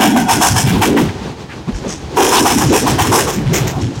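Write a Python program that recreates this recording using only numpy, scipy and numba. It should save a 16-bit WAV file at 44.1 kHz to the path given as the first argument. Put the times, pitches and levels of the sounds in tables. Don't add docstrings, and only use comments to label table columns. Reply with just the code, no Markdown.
import sys
import numpy as np
from scipy import signal
from scipy.fft import rfft, irfft
from scipy.io import wavfile
from scipy.ndimage import uniform_filter1d
from numba import njit

SR = 44100
rng = np.random.default_rng(int(sys.argv[2]) if len(sys.argv) > 2 else 0)


def waveform_to_disk(signal):
    frames = np.transpose(np.atleast_2d(signal))
    scaled = np.clip(frames, -1, 1) * 32767
    samples = np.round(scaled).astype(np.int16)
    wavfile.write(sys.argv[1], SR, samples)


N = 176400

CLANG_ATTACK_S, CLANG_FALL_S = 0.008, 0.018
CLATTER_ATTACK_S, CLATTER_FALL_S = 0.007, 0.03
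SIZZLE_ATTACK_S, SIZZLE_FALL_S = 0.018, 0.041


def from_db(db):
    return 10 ** (np.asarray(db) / 20)


def unit(x):
    return x / np.sqrt(np.mean(x ** 2) + 1e-18)


def noise(gain, size=N):
    spectrum = rfft(rng.standard_normal(size))
    f = np.arange(len(spectrum)) * SR / size + 1e-3
    return unit(irfft(spectrum * gain(f), size))


def tone_curve(points):
    hz, db = np.array(points, float).T
    return lambda f: from_db(np.interp(np.log(f), np.log(hz), db))


def metallic(gain, ripple_db=3, spacing_hz=75):
    db = ripple_db * np.clip(rng.standard_normal(320), -2, 2)
    return lambda f: gain(f) * from_db(np.interp(f / spacing_hz, np.arange(len(db)), db))


def resonance(f, pitch_hz, width_hz):
    return 1 / (1 + 1j * (f * f - pitch_hz * pitch_hz) / (f * width_hz))


@njit
def moving_band(x, centre_hz, width):
    out, band_state, low_state = np.empty(len(x)), 0., 0.
    for i in range(len(x)):
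        g = np.tan(np.pi * centre_hz[i] / SR)
        band = (band_state + g * (x[i] - low_state)) / (1 + g * (g + width))
        band_state = 2 * band - band_state
        low_state += 2 * g * band
        out[i] = width * band
    return out


def wander(steps_per_s):
    hold = int(SR / steps_per_s)
    steps = rng.standard_normal(N)[np.arange(N) // hold]
    return unit(uniform_filter1d(uniform_filter1d(steps, hold), hold))


def vibration(gain, size=16384, span_s=0.062):
    x = noise(gain, size)
    return x / np.sqrt(uniform_filter1d(x * x, int(span_s * SR)) + 1e-9)


def swinging(x, evenness):
    swing = np.abs(signal.hilbert(unit(x)))
    return unit(x / (swing ** 2 + 0.05) ** (evenness / 2))


def chatter(size=16384, hits_per_s=240, spread_db=1.5, fall_s=0.0009, share=0.46):
    hits = (rng.random(size) < hits_per_s / SR) * from_db(spread_db * rng.standard_normal(size))
    bounce = unit(signal.lfilter([1], [1, -np.exp(-1 / (fall_s * SR))], hits))
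    return unit(1 - share + share * 2 * np.tanh(bounce / 2))


def place(out, x, start_s, level_db, attack_s, length_s, fall_s):
    run_up_s = 0.04
    t = np.arange(len(x)) / SR - run_up_s
    rise = (1 + np.tanh((t - attack_s / 2) / (0.78 * attack_s))) / 2
    fall = np.exp(-np.maximum(t - length_s, 0) / fall_s)
    x = x * from_db(level_db) * rise * fall
    i = int((start_s - run_up_s) * SR)
    x, i = x[max(-i, 0):], max(i, 0)
    out[i:i + len(x)] += x[:max(N - i, 0)]


# time_s, level_db
ROLLING_LEVELS = [(0, -29), (.9, -22), (1.2, -24.5), (1.6, -27), (1.9, -26), (2.12, -26), (2.4, -22.5),
                  (3.4, -23), (3.75, -23), (4, -29.5)]
# pitch_hz, level_db
ROLLING_TONE = [(20, -19), (35, -13), (62, 4), (100, 3), (140, 5.5), (250, -1.5), (400, -1.5), (600, -9.5),
                (850, -8), (1300, -15), (2200, -19), (4200, -21), (6500, -26), (9000, -35.5), (12000, -44),
                (16000, -50)]


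def rolling(t):
    time_s, level_db = np.array(ROLLING_LEVELS).T
    roar = noise(tone_curve(ROLLING_TONE))
    return roar * from_db(np.interp(t, time_s, level_db) + 2.74 * wander(18))


def echo(x, level_db=-18.5, fall_s=0.17, dull_above_hz=4970):
    t = np.arange(32768) / SR
    tail = noise(lambda f: 1 / (1 + (f / dull_above_hz) ** 2), len(t))
    tail *= np.exp(-t / fall_s) * np.minimum(t / 0.04, 1)
    return from_db(level_db) * unit(signal.fftconvolve(x, tail)[:N]) * np.std(x)


# start_s, length_s, level_db
PANEL_SHAKES = [(0.194, 0.045, -35.5), (0.354, 0.0089, -29), (0.461, 0.055, -22.5), (1.74, 0.03, -34),
                (1.879, 0.037, -24.5), (2.654, 0.07, -25.5), (2.793, 0.024, -25), (3.799, 0.024, -30),
                (3.939, 0.022, -34)]
# pitch_hz, level_db
PANEL_TONE = [(2000, 1), (4800, 1.5), (5500, 8.5), (6800, 6), (8000, -2.5), (11000, -17), (16000, -39)]
# start_s, length_s, level_db
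SMALL_CHINKS = [(3.275, 0.075, -25.5), (3.53, 0.04, -16), (3.669, 0.014, -21)]
# pitch_hz, level_db
CHINK_TONE = [(2500, 3.5), (4600, -5.5), (5500, 4), (6800, 6), (8500, -6), (11500, -25), (12800, -3),
              (16000, -10)]


def loose_parts():
    out = np.zeros(N)
    for start_s, length_s, level_db in PANEL_SHAKES:
        shake = chatter() * vibration(metallic(tone_curve(PANEL_TONE)))
        place(out, shake, start_s, level_db, SIZZLE_ATTACK_S, length_s, SIZZLE_FALL_S)
    for start_s, length_s, level_db in SMALL_CHINKS:
        chink = chatter() * vibration(tone_curve(CHINK_TONE))
        place(out, chink, start_s, level_db, CLANG_ATTACK_S, length_s, CLATTER_FALL_S)
    return out


# start_s, length_s, pitch_hz, level_db
COUPLER_KNOCKS = [(0.714, 0.056, 3150, -28.5), (0.965, 0.019, 1690, -16), (1.085, 0.01, 2040, -28),
                  (1.488, 0.052, 1880, -32.5), (1.673, 0.022, 940, -30), (1.843, .03, 430, -21.5),
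                  (1.894, 0.017, 1480, -36), (2.339, .05, 3000, -10.5)]


def knocks():
    out = np.zeros(N)
    for start_s, length_s, pitch_hz, level_db in COUPLER_KNOCKS:
        knock = vibration(lambda f: resonance(f, pitch_hz, 0.72 * pitch_hz) ** 2)
        place(out, knock, start_s, level_db, attack_s=0.23 * length_s, length_s=length_s, fall_s=0.0089)
    return out


# start_s, length_s, pitch_hz, level_db
BODY_THUDS = [(0.317, 0.025, 101, -18.5), (0.36, 0.035, 205, -14.5), (.498, 0.077, 114, -12.5),
              (.633, 0.052, 131, -9), (.695, 0.097, 155, -19.5), (0.737, 0.016, 70.4, -14.5),
              (0.787, 0.01, 114, -11.5), (0.851, 0.11, 296, -14.5), (0.949, 0.074, 243, -22.5),
              (1.025, 0.04, 142, -13), (1.079, 0.018, 99, -18.5), (1.674, 0.021, 194, -14),
              (1.72, 0.037, 50, -17.5), (1.858, 0.0078, 216, -14.5), (2.021, 0.027, 55, -27),
              (2.407, 0.0083, 270, -5.5), (2.553, 0.018, 247, -8), (2.635, 0.036, 138.5, -9.5),
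              (2.677, 0.041, 79, -21), (2.725, 0.036, 440, -9), (2.932, 0.011, 123, -10.5),
              (3.009, 0.012, 97, -9.5), (3.085, 0.019, 99, -13), (3.359, 0.069, 190, -15.5),
              (3.436, 0.023, 59.6, -21.5), (3.451, 0.081, 128, -13), (3.6, 0.046, 123, -13),
              (3.651, 0.01, 390, -19), (3.754, 0.022, 132, -16), (3.813, 0.057, 116, -14),
              (3.965, 0.015, 117, -16.5)]


def thuds():
    out = np.zeros(N)
    for start_s, length_s, pitch_hz, level_db in BODY_THUDS:
        boom = vibration(lambda f: resonance(f, pitch_hz, 0.56 * pitch_hz) ** 2)
        thud = swinging(boom, evenness=0.65)
        place(out, thud, start_s, level_db, attack_s=0.0075, length_s=length_s, fall_s=0.014)
    return out


# time_s, level_db, pitch_hz
WALL_DRUMMING = [(0, -5.5, 256), (.26, -14, 216), (.3, -22, 255), (.38, -15, 216), (.45, -7.5, 236),
                 (.5, -24, 243), (.73, -15, 202), (.81, -9.5, 250), (0.869, -13.5, 320), (1.05, -12, 287),
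                 (1.14, -55, 249), (1.6, -40.5, 277), (2.13, -33, 310), (2.185, -12, 390), (2.39, -7, 340),
                 (2.6, -23, 257), (2.68, -16.5, 265), (2.75, -5.5, 357), (2.8, -17, 293), (2.96, -25, 296),
                 (3.02, -18, 363), (3.08, -17, 270), (3.17, -7.5, 387), (3.23, -13.5, 433),
                 (3.33, -27, 377), (3.45, -28, 232), (3.528, -15, 320), (3.7, -41, 310), (3.781, -24, 261),
                 (4, -24.5, 262)]


def drumming(t, trim_db=-2.5, flutter_db=4):
    time_s, level_db, pitch_hz = np.array(WALL_DRUMMING).T
    centre_hz = np.interp(t, time_s, pitch_hz)
    walls = rng.standard_normal(N)
    for _ in range(3):
        walls = moving_band(walls, centre_hz, 0.8)
    loudness = from_db(np.interp(t, time_s, level_db) + trim_db + flutter_db * wander(23.86))
    return swinging(walls, evenness=0.35) * loudness


# pitch_hz, level_db
RATTLE_TONE = [(120, -4), (450, 3), (1100, -29), (1550, 5), (1950, -3), (2330, 0), (3300, -1), (3900, -9),
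               (4800, -12.5), (16000, -15)]


def buzz(body, level_db=-36):
    taps = np.tanh(np.maximum(unit(body), 0) ** 2 / 2)
    rattle = noise(lambda f: tone_curve(RATTLE_TONE)(f) / (1 + (f / 8000) ** 4))
    return from_db(level_db) * unit(taps * rattle)


def clatter(contact):
    return contact * vibration(metallic(tone_curve(RATTLE_TONE)))


# pitch_hz, level_db
SIZZLE_TONE = [(300, -15), (1500, 8), (3500, 6), (5600, 6), (6500, 3.5), (7500, 2), (9500, -1.5),
               (12500, -7.5), (16000, -18)]


def sizzle(contact, edge_hz=5000, below_edge_db=-12.5):
    def gain(f):
        below_edge = (1 - np.tanh((f - edge_hz) / 70)) / 2
        return tone_curve(SIZZLE_TONE)(f) * from_db(below_edge_db * below_edge)
    return contact * vibration(metallic(gain))


# pitch_hz, level_db
WHEEL_OVERTONES = [(755, 2), (905, -1.5), (1085, -42), (1462, -7), (1535, -18), (2030, -19), (2630, -15),
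                   (2900, -17), (3310, -11)]


def singing(width_hz=59):
    def gain(f):
        return sum(from_db(db) * np.abs(resonance(f, hz, width_hz)) ** 2 for hz, db in WHEEL_OVERTONES)
    out = np.zeros(N)
    ring = vibration(gain, size=N)
    place(out, ring, start_s=0, level_db=-22.5, attack_s=CLANG_ATTACK_S, length_s=0.36, fall_s=0.34)
    return out


# pitch_hz, width_hz, level_db
STEEL_RINGS = [(402, 25, -11), (758, 88, 14.5), (820, 84, 7.5), (840, 120, -17.5), (950, 120, 11),
               (1137, 210, 8.5), (1423, 116, 7)]


def clang(pitch_hz):
    def gain(f):
        power = sum(np.abs(from_db(db) * resonance(f, hz, width)) ** 2 for hz, width, db in STEEL_RINGS)
        return np.sqrt(power) * resonance(f, pitch_hz, width_hz=300)
    return swinging(vibration(gain), evenness=0.4)


# start_s, length_s, pitch_hz, clang_db, clatter_db, sizzle_db
WHEEL_BLOWS = [(0.0, 0.057, 730, -8, -10.5, -17), (0.157, 0.011, 730, -7.5, -14, -20),
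               (0.282, 0.039, 900, -8, -13, -13.5), (0.407, 0.052, 905, -7.5, -12.5, -9),
               (0.554, 0.035, 890, -15, -17.5, -14), (0.659, 0.04, 930, -26, -20.5, -29),
               (0.727, 0.062, 970, -23.5, -30, -60), (0.812, 0.022, 930, -8.5, -10.5, -18),
               (0.963, 0.034, 970, -16, -21.5, -28), (2.167, 0.054, 950, -6.5, -12.5, -14),
               (2.24, 0.11, 950, -20, -20.5, -18.5), (2.318, 0.065, 960, -6.5, -13.5, -11),
               (2.449, 0.019, 860, -6.5, -14, -13.5), (2.491, 0.034, 970, -15.5, -17.5, -16.5),
               (2.571, 0.02, 970, -20, -21.5, -14), (2.605, 0.018, 930, -12.5, -19.5, -23),
               (2.725, 0.036, 884, -10.5, -14, -12.5), (2.863, 0.012, 940, -8, -16, -16.5),
               (2.981, 0.028, 860, -11, -15, -20.5), (3.037, 0.033, 1080, -18.5, -22, -23),
               (3.116, 0.046, 960, -9, -16.5, -12.5), (3.177, 0.017, 1000, -14, -15, -16.5),
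               (3.267, 0.03, 1080, -19, -24.5, -24), (3.527, 0.061, 980, -37, -24.5, -32),
               (3.717, 0.07, 710, -26.5, -51, -51)]


def wheel_blows(clatter_lag_s=0.003, sizzle_lag_s=0.0017):
    out = np.zeros(N)
    for start_s, length_s, pitch_hz, clang_db, clatter_db, sizzle_db in WHEEL_BLOWS:
        contact = chatter()
        place(out, clang(pitch_hz), start_s, clang_db, CLANG_ATTACK_S, length_s, CLANG_FALL_S)
        place(out, clatter(contact), start_s + clatter_lag_s, clatter_db,
              CLATTER_ATTACK_S, length_s, CLATTER_FALL_S)
        place(out, sizzle(contact), start_s + sizzle_lag_s, sizzle_db,
              SIZZLE_ATTACK_S, length_s, SIZZLE_FALL_S)
    return out


def scene():
    t = np.arange(N) / SR
    body = thuds() + drumming(t)
    near = wheel_blows() + singing() + loose_parts() + knocks() + body + buzz(body)
    return (near + echo(near) + rolling(t))[None]


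@njit
def follow_peaks(x, attack_s, release_s):
    out, level = np.empty(len(x)), 0.
    for i in range(len(x)):
        lag_s = attack_s if abs(x[i]) > level else release_s
        level += (abs(x[i]) - level) / (lag_s * SR)
        out[i] = level
    return out


def record(dry):
    low_cut_hz, top_hz = 35, 15850
    limit_db, look_ahead_s, ceiling = -2.6, 0.0009, 0.88
    thinned = signal.sosfilt(signal.butter(2, low_cut_hz, "high", fs=SR, output="sos"), dry)
    peak = follow_peaks(thinned[0], attack_s=0.0002, release_s=0.014)
    coming_peak = uniform_filter1d(np.roll(peak, -int(look_ahead_s * SR)), size=64)
    held = thinned / (1 + (coming_peak / from_db(limit_db)) ** 4) ** (1 / 4)
    rounded = held / (1 + np.abs(held / ceiling) ** 8) ** (1 / 8)
    return signal.sosfiltfilt(signal.ellip(8, 0.05, 60, top_hz, fs=SR, output="sos"), rounded)


dry = scene()
out = record(dry)
waveform_to_disk(out)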